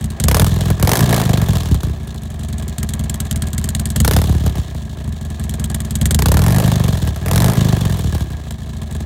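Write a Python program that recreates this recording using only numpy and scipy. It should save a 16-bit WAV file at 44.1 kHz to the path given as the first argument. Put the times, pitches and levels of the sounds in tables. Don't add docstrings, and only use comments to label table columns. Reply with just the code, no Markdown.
import sys
import numpy as np
from scipy import signal
from scipy.fft import rfft, irfft, next_fast_len
from scipy.io import wavfile
from scipy.ndimage import uniform_filter1d, map_coordinates

SR = 44100
rng = np.random.default_rng(int(sys.argv[2]) if len(sys.argv) > 2 else 0)


def magnitude_from_level(level_db):
    exponent = np.asarray(level_db, float) / 20
    return 10 ** exponent


def transcribe(signal):
    frames = np.atleast_2d(signal).T
    limited = np.clip(frames, -1, 1)
    pcm = np.round(limited * 32767).astype(np.int16)
    wavfile.write(sys.argv[1], SR, pcm)


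N = 399105
IDLE, OPEN, COASTING = 0, 1, 2


def unit(x):
    return x / np.sqrt(np.mean(x ** 2) + 1e-20)


def wobble(rate):
    knots = rng.standard_normal(int(N * rate / SR) + 4)
    return map_coordinates(knots, [np.arange(N) * rate / SR])


def filtered(x, response):
    m = next_fast_len(N + SR // 2)
    return irfft(rfft(x, m) * response(np.fft.rfftfreq(m, 1 / SR)), m)[..., :N]


def resonance(f, hz, width):
    return 1j * f * width / (hz * hz - f * f + 1j * f * width)


def modes(f, table):
    return sum(magnitude_from_level(db) * resonance(f, hz, width) for hz, width, db in table)


def hiss(spectrum):
    hz, db = np.transpose(spectrum)

    def colour(f):
        return magnitude_from_level(np.interp(np.log(f + 1), np.log(hz), db, -120, -120))
    return unit(filtered(rng.standard_normal(N), colour))


def train(times, sizes):
    return np.bincount(np.clip(np.round(times * SR).astype(int), 0, N), sizes, N + 1)[:N]


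def puffs(times, sizes, rise, fall):
    t = np.arange(SR // 8) / SR
    shape = (1 - np.exp(-t / rise)) ** 2 * np.exp(-t / fall)
    return np.abs(signal.fftconvolve(train(times, sizes), shape / shape.max())[:N])


# [time_s, cycles_hz]
FIRST_REV = [(0.011, 10.94), (0.211, 10.02), (0.391, 20.6), (0.751, 21.56), (0.828, 18.75)]
SECOND_REV = [(0.828, 20.02), (1.029, 30.33), (1.788, 16.15), (1.95, 15.49), (2.028, 13.08), (2.129, 14.36),
              (2.309, 11.2), (2.784, 9.6)]
IDLING = [(2.784, 9.17), (3.084, 9.92), (3.163, 9.22), (3.524, 9.01), (3.962, 9.61)]
THIRD_REV = [(3.962, 8.96), (4.142, 19.31), (4.563, 16.64), (4.924, 12.42), (5, 14.94), (5.08, 11.82),
             (5.54, 9.76), (6.014, 9.49)]
FOURTH_REV = [(6.014, 9.55), (6.154, 12.13), (6.515, 24.87), (6.594, 26.25), (6.794, 24.77), (7.135, 17.43),
              (7.262, 21.67)]
FIFTH_REV = [(7.262, 18.48), (7.521, 28.01), (8.244, 16.31), (8.621, 12.54), (8.7, 14.49), (8.803, 10.75),
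             (9.1, 10.55)]
REAR_CYCLES = 315 / 720


def firings():
    front = []
    for stretch in (FIRST_REV, SECOND_REV, IDLING, THIRD_REV, FOURTH_REV, FIFTH_REV):
        s, hz = np.transpose(stretch)
        t = np.arange(s[0], s[-1], 1 / SR)
        turned = np.cumsum(np.interp(t, s, hz)) / SR
        whole = round(turned[-1])
        front.append(np.interp(np.arange(whole), turned * whole / turned[-1], t))
    front = np.append(np.concatenate(front), s[-1])
    rear = map_coordinates(front, [np.arange(len(front) - 1) + REAR_CYCLES], mode="nearest")
    return np.ravel(np.c_[front[:-1], rear]), np.repeat(np.diff(front), 2)


# [start_s, end_s, pop_thump_db, front_thump_db]
COASTS = [
    (.435, .72, -4.5, -17),
    (1.015, 1.085, -12, -7),
    (1.225, 1.85, -3, -23),
    (4.18, 4.6, -6.5, -16),
    (6.63, 7.09, -3.5, -22.5),
    (7.525, 8.22, -2, -24.5),
]


def idle_burns(times, cycle):
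    over_hz = np.maximum(1 / cycle - 9.15, 0)
    thump_db = np.maximum(-12 - 2 * over_hz, -18)
    jet_db = np.maximum(-14.5 - 8 * over_hz, -32.5)
    level_age_s = 1.1
    ended = np.append(-level_age_s, np.transpose(COASTS)[1])
    age = times - ended[np.searchsorted(ended, times) - 1] - level_age_s
    return thump_db + 2 * age, jet_db + 3.5 * age


# [opens_s, shuts_s, jet_db, front_thump_db, rear_thump_db]
BLIPS = [
    (0.196, .435, -0.5, -9, -4),
    (0.799, 1.015, -2, -0.5, -33),
    (1.045, 1.225, -8, -11.5, -17.5),
    (3.935, 4.18, -1.5, -8.5, -7.5),
    (6.012, 6.63, -3, -6.5, -5.5),
    (7.241, 7.525, -5.5, -8, -12),
]
# [thump_db, jet_db]
SCATTER_DB = [(.7, .8), (1.2, 1), (1.8, 2.5)]
# [time_s, thump_db]
POPS = [(.61, -5.5), (.658, -8), (.705, -4), (1.04, -18), (1.255, -7), (1.293, -1.5), (1.335, 0),
        (1.418, -4), (1.505, -9), (1.555, -6), (1.606, -11.5), (1.658, -9.5), (1.713, -8), (1.834, -7),
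        (4.295, -5), (4.583, -9.5), (6.68, -4), (6.718, -4), (6.798, -6.5), (6.928, -6.5), (7.024, -6.5),
        (7.077, -6.5), (7.534, -22), (7.81, -4.5), (7.897, -7.5), (7.944, -12.5), (7.995, -6), (8.042, -9),
        (8.151, -7.5), (8.21, -9)]
# [time_s, thump_db, jet_db]
ODD = [(.051, -12, -21.5), (.512, -7, -29), (.563, -8, -22), (.73, -13, -38), (.797, -12, -16),
       (1.375, -5, -16), (1.46, -19, -22), (1.485, -4, -15), (1.532, -16, -16), (1.746, -8, -20),
       (2.075, -18.5, -23), (2.145, -15.5, -25), (3.251, -15.5, -27), (3.47, -14.5, -22), (4.408, -13, -26),
       (4.464, -4, -13.5), (4.749, -14.5, -27), (5.043, -17, -30), (5.08, -12, -28), (5.85, -14.5, -23),
       (6.972, -11.5, -20), (7.161, -20, -21.5), (7.215, -15.5, -30), (7.769, -12, -20), (7.851, -4, -17.5),
       (7.922, -16, -23), (8.071, -12, -30), (8.126, -12, -23), (8.303, -14.5, -28), (8.509, -18, -18)]
# [time_s, thump_db, jet_db]
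UNEVEN = [(.372, -14, -4), (.421, -0.5, -5.5), (.828, -2.5, -5), (.849, -15, -11), (.956, -28, -2),
          (.973, -13, -5.5), (.991, -22, -6.5), (1.007, -7, -6), (1.025, -2.5, -25), (1.059, -17, -17),
          (1.869, -13, -24), (1.897, -14, -28), (3.143, -14, -19.5), (3.361, -12, -16), (3.534, -12, -17),
          (4.002, -4, -8), (4.167, -8, -3.5), (5.64, -12.5, -14), (5.75, -11.5, -14), (5.955, -10.5, -11.5),
          (6.147, -7, -5.5), (6.42, -3.5, -10.5), (6.484, -4, -12), (6.622, -32, -18), (6.641, -2.5, -16.5),
          (7.313, -6, -5.5), (7.483, -9, -8.5), (7.517, -16, -16), (7.574, -3.5, -20)]
MISFIRES = [.146, .749, 1.772, 2.106, 2.178, 2.727, 4.522, 4.645, 5.165, 5.345, 7.185, 7.236, 8.095, 8.269,
            8.439, 8.541, 8.859, 9.046]


def crank():
    times, cycle = firings()
    rear = np.arange(len(times)) % 2 == 1
    thump_db, jet_db = idle_burns(times, cycle)
    state = np.zeros(len(times), int)

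    opening_s = 0.095
    for opens, shuts, db, front_db, rear_db in BLIPS:
        on = (times >= opens) & (times < shuts)
        since = times - opens - opening_s
        jet_shape_db = np.where(since < 0, 8.5 * since / opening_s, -15.5 * since)
        thump_shape_db = np.where(since < 0, 1.5 * since / opening_s, -10 * since)
        thump_db[on] = (np.where(rear, rear_db, front_db) + thump_shape_db)[on]
        jet_db[on] = (db + jet_shape_db - 2 * rear)[on]
        state[on] = OPEN
    for start, end, pop_db, front_db in COASTS:
        shut = (times >= start) & (times < end)
        state[shut] = COASTING
        thump_db[shut] = np.where(rear, pop_db, front_db)[shut]

    chance = rng.standard_normal((len(times), 2))
    thump_chance, jet_chance = (np.array(SCATTER_DB)[state] * chance).T
    thump_db = thump_db + thump_chance
    for s, pop_db in POPS:
        thump_db[np.argmin(np.abs(times - s))] = pop_db
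    coasting_db = np.where(rear, thump_db - 13, 0.72 * thump_db - 10)
    jet_db = np.where(state == COASTING, coasting_db, jet_db) + jet_chance
    for _, shuts, db, *_ in BLIPS:
        late = (times >= shuts) & (times < shuts + 0.045)
        jet_db[late] = np.maximum(jet_db[late], db - 10.5)
    for burns in (ODD, UNEVEN, [(s, -23, -60) for s in MISFIRES]):
        for s, odd_db, odd_jet_db in burns:
            k = np.argmin(np.abs(times - s))
            thump_db[k], jet_db[k] = odd_db, odd_jet_db
    return times, thump_db, jet_db, cycle, state


OPEN_RASP_DB = [5.5, 3.9, 5, 4, 4.4, 4.3]
OPEN_FLUTTER_DB = [6, -3, 9, 7, 1.5, -7]


def flow(times, thump_db, cycle, state):
    off_hz = 1 / cycle - 12.4
    stir_db = (state == COASTING) * (thump_db + 25.5)
    blip = np.maximum(np.searchsorted(np.transpose(BLIPS)[0], times) - 1, 0)

    def curve(db, below_db_per_hz, above_db_per_hz, open_db, stirs):
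        speed_db = np.maximum(below_db_per_hz * off_hz, above_db_per_hz * off_hz)
        throttle_db = np.take(open_db, blip) * (state == OPEN)
        level_db = db + speed_db + throttle_db + stirs * stir_db
        return np.interp(np.arange(N) / SR, times + 0.0073, level_db)
    rasp_db = curve(-38, -1.48, 0.91, OPEN_RASP_DB, stirs=0.12)
    flutter_db = curve(-45, -1, 0.5929, OPEN_FLUTTER_DB, stirs=0.54)
    return rasp_db, flutter_db


# [pitch_hz, level_db]
FLUTTER = [(1290, -44), (2200, -46), (2470, -7), (3360, 2.5), (4180, 0.5), (4890, -8), (6940, -3),
           (12400, -17.5), (14900, -13), (16100, -16)]


def flutter(times, db):
    ones = np.ones(len(times))
    pump = 0.35 + puffs(times - 0.002, ones, rise=0.002, fall=0.005)
    pump = pump + 0.6 * puffs(times + 0.0145, ones, rise=0.002, fall=0.004)
    pump = pump / np.sqrt(np.abs(uniform_filter1d(pump ** 2, size=SR // 8)))
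    lumps = magnitude_from_level(2.5 * wobble(110) + 2.5 * wobble(300))
    return magnitude_from_level(db - 2.5) * unit(pump * lumps * hiss(FLUTTER))


# [pitch_hz, width_hz, level_db]
BAFFLE = [(376, 108, 4), (646, 138, 1.5), (1010, 250, -8), (1649, 106, -1), (2150, 77, -15)]


def rasp(times, thump_db, jet_db, rasp_db):
    kick = magnitude_from_level(0.09 * thump_db + 0.2 * jet_db)
    kick = kick / uniform_filter1d(kick, size=5)
    gate = 0.78 + puffs(times, kick, rise=0.001, fall=0.0026)
    gate = gate + 0.2 * puffs(times + 0.0138, kick, rise=0.00092, fall=0.0048)
    gate = gate / np.sqrt(np.abs(uniform_filter1d(gate ** 2, size=SR // 6)))
    noise = gate * magnitude_from_level(2.9 * wobble(150)) * rng.standard_normal(N)
    rung = filtered(noise, lambda f: modes(f, BAFFLE) * resonance(f, 564, 1550))
    return magnitude_from_level(rasp_db - 4.0) * unit(rung)


# [pitch_hz, level_db_per_hz]
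SOFT_JET = [(1290, -5.5), (2200, -4.5), (2470, -14.5), (3150, -1.5), (4330, -5), (5650, -10), (6740, 0),
            (8370, 2), (10200, -6), (11900, -5), (15200, -12.5), (16200, -20)]
HARD_JET = [(410, 1.5), (700, -3), (1750, -10), (2610, -15), (3360, -12), (5080, -14), (13100, -14.5),
            (15500, -18.5), (16800, -55)]
# [delay_s, level_db]
ECHOES = [(0.0158, -7), (.035, -20), (0.052, -29)]


def jet(times, db, cycle):
    speed = np.clip((0.088 - cycle) / 0.025, 0, 1)
    size = magnitude_from_level(db - 5.0)
    out = np.zeros(N)
    for colour, share, fall in ((SOFT_JET, 1 - speed, 0.0018), (HARD_JET, speed, 0.0012)):
        burst = puffs(times - 0.0022, share * size, rise=0.0014, fall=fall)
        burst = burst + puffs(times, share * size * magnitude_from_level(-15), rise=0.0032, fall=0.0054)
        for s, echo_db in ECHOES:
            scatter_db = 5.6 * rng.standard_normal(len(times))
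            echo = share * np.sqrt(size) * magnitude_from_level(echo_db - 17.5 + scatter_db)
            burst = burst + puffs(times + s - 0.002, echo, rise=0.0011, fall=0.00065)
        out += burst * magnitude_from_level(2.06 * wobble(500)) * hiss(colour)
    return out


# [pitch_hz, width_hz, level_db]
BARK = [(249.5, 18, 11.5), (319, 25, 7), (450, 130, 1), (570, 220, -12), (938, 1200, -8.5)]


def bark(times, thump_db, jet_db, cycle):
    speed = np.clip((0.1 - cycle) / 0.03, 0, 1)
    sizes = speed * magnitude_from_level(0.67 * thump_db + 0.5 * jet_db + 27.5)

    def cans(f):
        out = 0
        for hz, width, db in BARK:
            late = np.exp(-2j * np.pi * f * 1.5 / hz)
            out = out + magnitude_from_level(db) * resonance(f, hz, width) * late
        return out * resonance(f, 600, 700)
    return filtered(train(times + 0.00095, sizes), cans)


# [pitch_hz, width_hz, level_db]
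POP_PIPE = [(188, 126, -1.5), (305, 120, -6), (566, 245, 1.5)]


def pops(times, thump_db, cycle, state):
    early = (state == OPEN) * (cycle > 0.07)
    sizes = ((state == COASTING) + magnitude_from_level(3) * early) * magnitude_from_level(2.06 * thump_db + 25.5)

    def pipe(f):
        dull = 1 / (1 + 1j * f / 610) ** 3
        sweep = np.exp(-2j * np.pi * 0.7 * np.log(1 + f / 100))
        return modes(f, POP_PIPE) * dull * sweep
    return -filtered(train(times + 0.0045, sizes), pipe)


# [pitch_hz, width_hz, level_db]
SLOW_PIPE = [(76.7, 30, 0.5), (76, 12.94, 4.5), (117.6, 11.3, -15), (159.7, 14.8, -8.5), (191, 7, -14),
             (219.4, 12.5, -8.5), (277.6, 29.5, -24.5)]
BRISK_PIPE = [(71.6, 16.6, -3.5), (102.6, 33.8, -4.5), (147.6, 81, -9), (213.6, 11, -19)]
FAST_PIPE = [(63.5, 42, -13.5), (103, 56.7, -0.5), (132, 61.3, 1), (191.3, 40, -4.5), (248, 58, -15)]
BEAT_S = [.036, .052, .058, .076]
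EVENING = [0.46, 0.61, 0.4]


def thump(times, db, cycle, state):
    fast = np.interp(cycle, BEAT_S, [1, 0, 0, 0])
    slow = np.interp(cycle, BEAT_S, [0, 0, 0, 1])
    brisk = 1 - slow - fast
    evening = np.take(EVENING, state)
    db = db + evening * (1 - slow) * (uniform_filter1d(db, size=3) - db)
    out = np.zeros(N)
    for pipe, share, lag_s in ((SLOW_PIPE, slow, -0.0022), (BRISK_PIPE, brisk, 0.0007),
                               (FAST_PIPE, fast, -0.0005)):
        scatter_db = (2 - 1.1 * slow) * rng.standard_normal(len(times))
        pulses = train(times + lag_s, share * magnitude_from_level(db + scatter_db + 55.5))

        def response(f):
            muffler = (330 ** 2 / (330 ** 2 - f * f + 400j * f)) ** 2
            return (modes(f, pipe[::2]) - modes(f, pipe[1::2])) * muffler
        out -= filtered(pulses, response)
    return out


def scene():
    times, thump_db, jet_db, cycle, state = crank()
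    rasp_db, flutter_db = flow(times, thump_db, cycle, state)
    gas = flutter(times, flutter_db) + rasp(times, thump_db, jet_db, rasp_db) + jet(times, jet_db, cycle)
    pulses = bark(times, thump_db, jet_db, cycle) + pops(times, thump_db, cycle, state)
    pulses = pulses + thump(times, thump_db, cycle, state)
    return (gas + pulses)[None]


def roll_off(x):
    return signal.sosfilt(signal.butter(12, 16970, fs=SR, output="sos"), x)


def record(dry):
    x = filtered(dry, lambda f: (resonance(f, 41, 30) * 1j * f / 30) ** 2)
    x = x / (1 + np.abs(x / 0.72) ** 5) ** (1 / 5)
    x = filtered(x, lambda f: f < 16800)
    return roll_off(x)


dry = scene()
out = record(dry)
transcribe(out)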